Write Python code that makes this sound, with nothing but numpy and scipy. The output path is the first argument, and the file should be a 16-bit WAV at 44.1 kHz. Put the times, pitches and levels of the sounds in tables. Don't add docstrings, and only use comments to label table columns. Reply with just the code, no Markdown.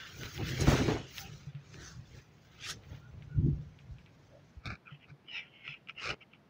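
import sys
import numpy as np
from scipy import signal
from scipy.fft import rfft, irfft, next_fast_len
from scipy.io import wavfile
from scipy.ndimage import uniform_filter1d

SR = 44100
rng = np.random.default_rng(int(sys.argv[2]) if len(sys.argv) > 2 else 0)


def output_pcm(signal):
    pcm = np.clip(np.atleast_2d(signal).T, -1, 1) * 32767
    wavfile.write(sys.argv[1], SR, np.round(pcm).astype(np.int16))


N = 286341

# time in seconds, relative level in dB.
SNAPS = [(0.234, -19.5), (0.378, -21.5), (0.491, -21), (1.1821, -18), (1.55, -36.5), (1.743, -31),
         (2.188, -44), (2.8357, -39.5), (3.2233, -35.5), (3.789, -38), (3.9845, -42.5), (4.0614, -38)]
# peak in seconds, rise in seconds, fall in seconds, level in dB.
GRIPS = [(4.67, 0.025, 0.069, -47), (4.722, 0.092, 0.047, -49), (5.097, 0.027, 0.029, -58.5)]
# time in seconds, scrape level in dB, body level in dB.
RUBBING = [(5.96, -93, -66), (6.0, -54.5, -66), (6.04, -39, -56), (6.115, -43.5, -44), (6.143, -60, -49),
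           (6.165, -94, -79)]
# frequency in Hz, relative level in dB per Hz.
GRIP_COLOUR = [(200, -17), (760, -1), (950, -23), (1230, 7.5), (1700, 2), (1880, -14), (2330, 9.5),
               (2600, -2.5), (3200, -35), (3750, -8), (5500, -15), (15000, -74)]

SWELL_DEPTH_DB = 20
STROKE_ROUNDNESS = 1.93


def from_db(db):
    return 10 ** (np.asarray(db) / 20)


def rms_one(x):
    return x / np.sqrt(np.mean(x ** 2) + 1e-20)


def evened(x):
    power = np.abs(uniform_filter1d(x ** 2, size=2200))
    return x / np.sqrt(power + 1e-18)


def cut(x, hz, kind, order=2):
    sections = signal.butter(order, hz, kind, fs=SR, output="sos")
    return signal.sosfilt(sections, x + 1e-18)


def unit_in(x, band):
    return x / np.std(cut(x, band, "band", order=4))


def colour(x, spectrum):
    size = 2 * next_fast_len(N // 2 + 8192)
    hz, db = np.transpose(spectrum)
    grid = np.maximum(np.arange(size // 2 + 1) * SR / size, 1)
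    magnitude = from_db(np.interp(np.log(grid), np.log(hz), db))
    cepstrum = irfft(np.log(magnitude))
    cepstrum[1:size // 2] *= 2
    cepstrum[size // 2 + 1:] = 0
    response = np.exp(rfft(cepstrum))
    return irfft(rfft(x, size) * response)[:N]


def gains(rows):
    s, *columns = np.transpose(rows)
    t = np.arange(N) / SR
    silent = -140
    starts_late = s[0] > 1
    return [from_db(np.interp(t, s, c, left=silent if starts_late else c[0], right=silent))
            for c in columns]


def swells(rows, roundness, length=1):
    rows = np.asarray(rows)
    t = np.arange(0, N + 32, 32) / SR
    s, rise, fall = rows.T[:3, :, None]
    away = np.maximum((s - t) / rise, (t - s) / fall) / length
    shapes = from_db(-SWELL_DEPTH_DB * np.minimum(np.abs(away) ** roundness, 10))
    levels = [np.sqrt(from_db(db) ** 2 @ shapes ** 2) for db in rows.T[3:]]
    return [np.interp(np.arange(N) / SR, t, level) for level in levels]


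def drift(rate):
    step = 40
    r = np.exp(-2 * np.pi * rate * step / SR)
    noise = rng.standard_normal(N // step + 2002)
    slow = signal.lfilter([1], [1, -2 * r, r * r], noise)[2000:]
    return np.interp(np.arange(N) / step, np.arange(len(slow)), rms_one(slow))


def friction(per_s, spread_db, smooth_db):
    sizes = from_db(spread_db * np.minimum(rng.exponential(1, N), 3)) * rng.choice([-1, 1], N)
    catches = rng.random(N) < per_s / SR
    clicks = rms_one(sizes * catches)
    return rms_one(clicks + from_db(smooth_db) * rng.standard_normal(N))


def touches(times, levels_db, scuff_s, scuff_db):
    out, age = np.zeros(N + SR), np.arange(SR // 10) / SR
    for s, db in zip(times, levels_db):
        burst = from_db(scuff_db) * rng.standard_normal(len(age)) * np.exp(-age / scuff_s)
        burst[0] = 1
        at = round(s * SR)
        out[at:at + len(age)] += from_db(db) * burst
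    return out[:N]


def ring(x, modes):
    out = np.zeros(N)
    for k, (hz, width, db) in enumerate(modes):
        r, w = np.exp(-np.pi * width / SR), 2 * np.pi * hz / SR
        mode = signal.lfilter([0, np.sin(w)], [1, -2 * r * np.cos(w), r * r], x + 1e-18)
        out += (-1) ** k * from_db(db) * mode
    return out


def shifting_echoes(x, rate, depth, count=10):
    out, power = x.copy(), 1
    delays_s = np.geomspace(.0005, .005, count) * rng.uniform(.85, 1.15, count)
    for lag in (delays_s * SR).astype(int):
        share = depth * drift(rate)
        out[lag:] += (share * x)[:N - lag]
        power = power + share ** 2
    return out / np.sqrt(power)


def gliding(rows, width_hz):
    out, t = np.zeros(N), np.arange(N) / SR
    a, b = cut(rng.standard_normal((2, N)), width_hz / 2, "low")
    size = np.sqrt(np.abs(uniform_filter1d(a ** 2 + b ** 2, size=700)) / 2) + 1e-12
    for s, rise, fall, db, hz, glide in rows:
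        near = (t > s - 2 * rise) & (t < s + 2 * fall)
        age = t[near] - s
        phase = 2 * np.pi * (hz * age + glide * age ** 2 / 2)
        level = from_db(db - SWELL_DEPTH_DB * np.maximum(-age / rise, age / fall) ** 2)
        out[near] += level * (a[near] * np.cos(phase) + b[near] * np.sin(phase)) / size[near]
    return out


def room_tone():
    # frequency in Hz, relative level in dB per Hz.
    shop = [(24, -34.5), (143, -3.5), (242, -11), (2290, -27.5), (5500, -39), (8210, -51)]
    return from_db(-63.5) * rms_one(colour(rng.standard_normal(N), shop))


def rumble():
    (grip,), (_, body) = swells(GRIPS, STROKE_ROUNDNESS), gains(RUBBING)
    grip_shake = grip.max() * (grip / grip.max()) ** 1.3
    pressure = from_db(6) * grip_shake + from_db(-1.5) * body
    return pressure * evened(cut(rng.standard_normal(N), [62, 165], "band"))


def creaks():
    # time in seconds, relative knock level in dB, relative rasp level in dB.
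    jerks = [(4.6563, -30.5, -29.5), (4.664, -49, -34), (4.672, -49, -33.5), (4.704, -27.5, -48),
             (4.7165, -32, -59), (4.754, -38, -68)]
    # frequency in Hz, width in Hz, relative level in dB.
    upper_modes = [(3690, 190, 0), (4300, 330, -2), (5430, 210, -6), (11000, 8200, -15)]
    s, knock_db, rasp_db = np.transpose(jerks)
    knock = colour(touches(s, knock_db, scuff_s=0.0022, scuff_db=-16.0), GRIP_COLOUR)
    rasp = ring(touches(s, rasp_db, scuff_s=0.004, scuff_db=-20.5), upper_modes)
    rasp = cut(rasp, 3100, "high", order=6)
    return from_db(15.5) * knock + from_db(-7.5) * rasp


def slips():
    # time in seconds, relative level in dB.
    catches = [(5.286, -41), (5.678, -26), (5.741, -34), (5.873, -41), (5.887, -33.5), (5.8953, -26),
               (6.227, -44), (6.335, -40.5)]
    # frequency in Hz, width in Hz, relative level in dB.
    case_modes = [(1330, 58, -7.5), (2340, 82, 1), (2845, 150, 4.5), (4270, 220, -39)]
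    s, db = np.transpose(catches)
    ringing = ring(touches(s, db, scuff_s=0.0016, scuff_db=-28.5), case_modes)
    return from_db(-9.5) * cut(ringing, [1100, 6500], "band")


def pressing():
    # frequency in Hz, relative level in dB per Hz.
    rub = [(130, -27), (450, 6.5), (820, 0), (960, -5), (1280, 6.5), (1700, -4), (2450, 3.5), (3450, -11),
           (4050, -5.5), (5400, -7), (7600, -26), (15000, -54.5)]
    (grip,), (scrape, body) = swells(GRIPS, STROKE_ROUNDNESS), gains(RUBBING)
    creak = colour(friction(per_s=450, spread_db=2.5, smooth_db=-1.5), GRIP_COLOUR)
    creak = unit_in(creak, [1100, 3200])
    drag = friction(per_s=820, spread_db=-1.5, smooth_db=-11.0)
    drag = colour(shifting_echoes(drag, rate=20.5, depth=0.2), rub)
    drag = drag * from_db(2.0 * drift(140))
    upper = unit_in(cut(drag, 1140, "high", order=4), [1100, 3200])
    lower = unit_in(cut(drag, 810, "low", order=4), [400, 1000])
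    return grip * creak + scrape * upper + body * lower


def brushing():
    # peak in seconds, rise in seconds, fall in seconds, level in dB.
    strokes = [(4.925, 0.052, 0.053, -58), (5.03, 0.04, 0.033, -57), (5.365, 0.086, 0.11, -43.5),
               (5.57, 0.069, 0.059, -57.5), (5.695, 0.081, 0.088, -44), (5.9, 0.023, 0.028, -48),
               (5.99, 0.035, 0.091, -47), (6.11, 0.041, 0.039, -41), (6.222, 0.02, 0.021, -51.5),
               (6.34, 0.041, 0.042, -64.5)]
    # peak, rise and fall in seconds, level in dB, pitch in Hz, glide in Hz per s.
    sings = [(4.874, 0.017, 0.018, -51, 2470, -1500), (4.885, 0.036, 0.047, -55.5, 1408, -2000),
             (5.3, 0.028, 0.064, -48, 2960, -4000), (5.365, 0.063, 0.082, -44.5, 2583, -8000),
             (5.365, 0.051, 0.07, -54.5, 3680, -5000), (5.37, 0.087, 0.043, -60.5, 5430, 5000),
             (5.49, 0.13, 0.15, -71.5, 3100, 2), (5.705, 0.057, 0.06, -57, 3340, -3000)]
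    # frequency in Hz, relative level in dB per Hz.
    brush = [(1100, -28), (1400, -6), (1700, -20), (2000, -1.5), (2400, 1.5), (2950, 2.5), (3300, -9),
             (3650, -28.5), (9000, -62)]
    # frequency in Hz, relative level in dB per Hz.
    upper = [(2800, 4), (3600, 4.5), (4200, 7.5), (4600, -19), (5050, 12), (5720, -0.5), (6100, -6),
             (8000, -32)]
    (light,) = swells(strokes, STROKE_ROUNDNESS)
    catches = friction(per_s=450, spread_db=4.0, smooth_db=-5.0) * from_db(1.5 * drift(96))
    catches = shifting_echoes(catches, rate=5, depth=.45)
    stroke = unit_in(colour(catches, brush), [1900, 3400])
    squeak = from_db(-12.5) * (light / light.max()) ** 0.62 * rms_one(colour(catches, upper))
    return light * (stroke + squeak) + gliding(sings, width_hz=200)


def booms(rows, mode):
    s, db = np.transpose(rows)
    push = touches(s, db, scuff_s=0.0087, scuff_db=-62.0)
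    push = ring(ring(push, mode), mode)
    push = cut(push, 50, "high", order=4)
    return push * from_db(db.max()) / np.abs(push).max()


def bumps():
    # time in seconds, relative level in dB.
    bump_times = [(1.313, -41.5), (1.466, -37), (1.544, -36.5), (4.915, -43), (5.107, -45), (5.685, -46)]
    return booms(bump_times, [(143.2, 26.5, 0)])


def thumps():
    # time in seconds, relative level in dB.
    fronts = [(0.670, -22), (3.362, -25.5), (3.522, -28.5), (3.905, -38), (4.565, -41)]
    return booms(fronts, [(70.5, 62, 0)])


def sliding():
    # time in seconds, rustle level in dB, hiss level in dB, sheen level in dB.
    slide = [(0.0, -47, -65.5, -71.5), (0.16, -58, -57.5, -63), (0.41, -49, -62.5, -62.5),
             (0.57, -45, -54, -61), (0.655, -44, -51.5, -56), (0.69, -36, -41.5, -52),
             (0.85, -44, -51.5, -67), (0.9, -41.5, -52, -64), (1.05, -60, -65, -93),
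             (1.33, -61.5, -63, -78), (1.55, -68, -84, -97), (2.4, -75.5, -78, -84),
             (2.57, -62.5, -76.5, -83), (2.8, -73.5, -83.5, -93), (4.6, -77.5, -83, -101)]
    # peak, rise and fall in seconds, then rustle, hiss and sheen levels in dB.
    swishes = [(0.258, 0.073, 0.016, -46.5, -59, -58), (0.49, 0.045, 0.057, -44.5, -47.5, -55),
               (0.61, 0.015, 0.034, -61, -38.5, -56), (1.188, 0.083, 0.073, -49.5, -49.5, -49.5),
               (1.85, 0.21, 0.15, -60, -58, -76), (2.18, 0.17, 0.077, -63.5, -67, -80),
               (2.665, 0.072, 0.096, -47.5, -50.5, -101), (2.706, 0.062, 0.035, -43.5, -38.5, -57),
               (2.95, 0.14, 0.078, -61.5, -73, -75)]
    return np.hypot(gains(slide), swells(swishes, roundness=1.53))


def fullness():
    rustle, _, _ = sliding()
    full_rush_db = -41.5
    return np.clip(rustle / from_db(full_rush_db), 0, 1)


def billowing():
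    # peak, rise and fall of the draught in seconds, draught level in dB, flap level in dB.
    billows = [(0.255, 0.17, 0.058, -42.5, -49), (0.42, 0.091, 0.12, -35, -40.5),
               (0.53, 0.12, 0.072, -36.5, -42.5), (0.625, 0.085, 0.087, -29.5, -34.5),
               (0.682, 0.023, 0.042, -23, -23.5), (0.73, 0.077, 0.075, -27.5, -28.5),
               (0.803, 0.045, 0.11, -31.5, -28.5), (0.892, 0.081, 0.16, -32.5, -31.5),
               (1.28, 0.22, 0.33, -49, -63), (1.8, 0.22, 0.18, -50.5, -57.5), (2.0, 0.14, 0.049, -45, -80),
               (2.18, 0.17, 0.049, -50.5, -59.5), (2.75, 0.25, 0.18, -51.5, -59.5),
               (2.93, 0.097, 0.1, -44, -56.5), (3.17, 0.25, 0.54, -48, -68),
               (3.388, 0.042, 0.059, -25, -52.5), (3.475, 0.13, 0.085, -24.5, -36),
               (3.58, 0.092, 0.17, -40, -58.5), (3.92, 0.15, 0.12, -47, -85)]
    roundness, stir_db, stir_end_s = 1.18, -64.5, 4.6
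    draught, _ = swells(billows, roundness)
    _, flap = swells(billows, roundness, length=0.79)
    moving = np.clip((stir_end_s - np.arange(N) / SR) * 10, 0, 1)
    return np.hypot(draught, from_db(stir_db) * moving), flap


def air():
    # frequency in Hz, relative level in dB per Hz.
    wind = [(15, -64.5), (30, -11.5), (62, 2.5), (145, 8), (200, -9.5), (290, -25), (700, -87)]
    # frequency in Hz, relative level in dB per Hz.
    sheet = [(110, -18), (210, -5), (355, 2.5), (480, -4.5), (660, -12), (950, -17), (2500, -60)]
    draught, flap = billowing()
    eddies = evened(colour(rng.standard_normal(N), wind))
    flutter = friction(per_s=900, spread_db=2.0, smooth_db=1.5)
    flutter = shifting_echoes(flutter, rate=5.85, depth=0.57)
    flutter = evened(colour(flutter, sheet)) * from_db(1.9 * drift(41))
    flutter = unit_in(flutter, [260, 900])
    billow = evened(cut(rng.standard_normal(N), [190, 335], "band", order=4))
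    rustle, _, _ = sliding()
    contact = np.clip(from_db(9.0) * rustle / (flap + 1e-9), 0, 1)
    return draught * eddies + flap * (contact * flutter + from_db(4.5) * (1 - contact) * billow)


def thin_squeaks():
    # peak in seconds, level in dB, pitch in Hz.
    tones = [(1.235, -55, 799), (3.055, -63.5, 1423), (3.335, -62, 1450), (4.356, -57.5, 598)]
    swell_s = 0.056
    return gliding([(s, swell_s, swell_s, db, hz, 0) for s, db, hz in tones], width_hz=65)


def zips():
    # peak, rise and fall in seconds, level in dB, pitch in Hz, glide in Hz per second.
    pulls = [(1.07, 0.36, 0.12, -59.5, 2940, -1000), (1.255, 0.027, 0.046, -53, 2770, -3000),
             (1.84, 0.13, 0.15, -56, 1628, -2500), (1.87, 0.052, 0.044, -55.5, 6060, -3000),
             (2.645, 0.061, 0.05, -50, 3510, 9997), (2.66, 0.051, 0.023, -46, 2560, 2997)]
    return gliding(pulls, width_hz=450)


def slaps():
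    # time in seconds, relative level in dB.
    landings = [(0.673, -30.5), (0.716, -31), (0.729, -34.5), (0.787, -39), (0.814, -47), (0.882, -33),
                (0.961, -42)]
    # frequency in Hz, relative level in dB per Hz.
    slap = [(300, -3), (750, -3), (1800, -11.5), (6000, -54)]
    s, db = np.transpose(landings)
    crumple_db = -12
    blows = touches(s, db - crumple_db, scuff_s=0.036, scuff_db=crumple_db)
    return colour(blows, slap) / np.std(colour(rng.standard_normal(N), slap))


def creases():
    # frequency in Hz, relative level in dB per Hz.
    crease = [(400, -41), (1200, -7), (2800, 4), (8000, -22.5), (15000, -35)]
    s, db = np.transpose(SNAPS)
    snaps = colour(touches(s, db, scuff_s=.003, scuff_db=-22), crease)
    force = np.interp(np.arange(N) / SR, s, from_db(db - db.max()))
    snaps = force * snaps + (1 - force) * cut(snaps, 4000, "low")
    return snaps * from_db(db.max() - 6.5) / np.abs(snaps).max()


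def afterring():
    # frequency in Hz, width in Hz, relative level in dB.
    taut = [(1430, 180, -8), (2430, 480, 10.5)]
    s, db = np.transpose(SNAPS)
    same_db = np.full(len(s), db.min())
    tail = ring(touches(s, same_db, scuff_s=0.02, scuff_db=-9.0), taut)
    return from_db(-9.5) * tail / np.std(ring(rng.standard_normal(N), taut))


def silk():
    # frequency in Hz, relative level in dB per Hz.
    silk_colour = [(800, -12), (1000, -15.5), (1300, 2.5), (4000, -1), (6400, 1.5), (7200, -8),
                   (8400, -15.5), (11000, -12.5), (13500, -31)]
    # frequency in Hz, width of one pass in Hz, level in dB.
    port = [(15300, 1300, 0)]
    rustle, hiss, sheen = sliding()
    patchy = 1 - np.clip(0.78 * fullness(), 0, 1)
    folds = friction(per_s=650, spread_db=2.0, smooth_db=0.0)
    folds = shifting_echoes(folds, rate=12.0, depth=0.59 * patchy)
    folds = rms_one(cut(colour(folds, silk_colour), 3750, "low", order=5))
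    folds = folds * from_db(1.24 * drift(34))
    weave = friction(per_s=5800, spread_db=5.5, smooth_db=4.5)
    weave = colour(shifting_echoes(weave, rate=9.6, depth=0.52 * patchy), silk_colour)
    weave = weave * from_db(2 * patchy * drift(10) + 2 * patchy * np.tanh(drift(90)))
    fizz = from_db(-4.5) * (hiss / hiss.max()) ** 0.54 * rms_one(cut(weave, 6250, "high", order=4))
    threads = rms_one(cut(weave, [3500, 8000], "band", order=4))
    shine = rms_one(ring(ring(weave, port), port))
    return rustle * folds + hiss * (from_db(2.5) * threads + fizz) + sheen * shine


def scene():
    case = brushing() + pressing() + slips() + creaks() + rumble()
    buffeting = air() + thumps() + bumps()
    cloth = silk() + zips() + thin_squeaks() + slaps() + creases() + afterring()
    return (room_tone() + case + buffeting + cloth)[None]


def record(dry):
    steep = signal.ellip(12, .2, 80, 15650, fs=SR, output="sos")
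    return signal.sosfilt(steep, dry)


dry = scene()
out = record(dry)
output_pcm(out)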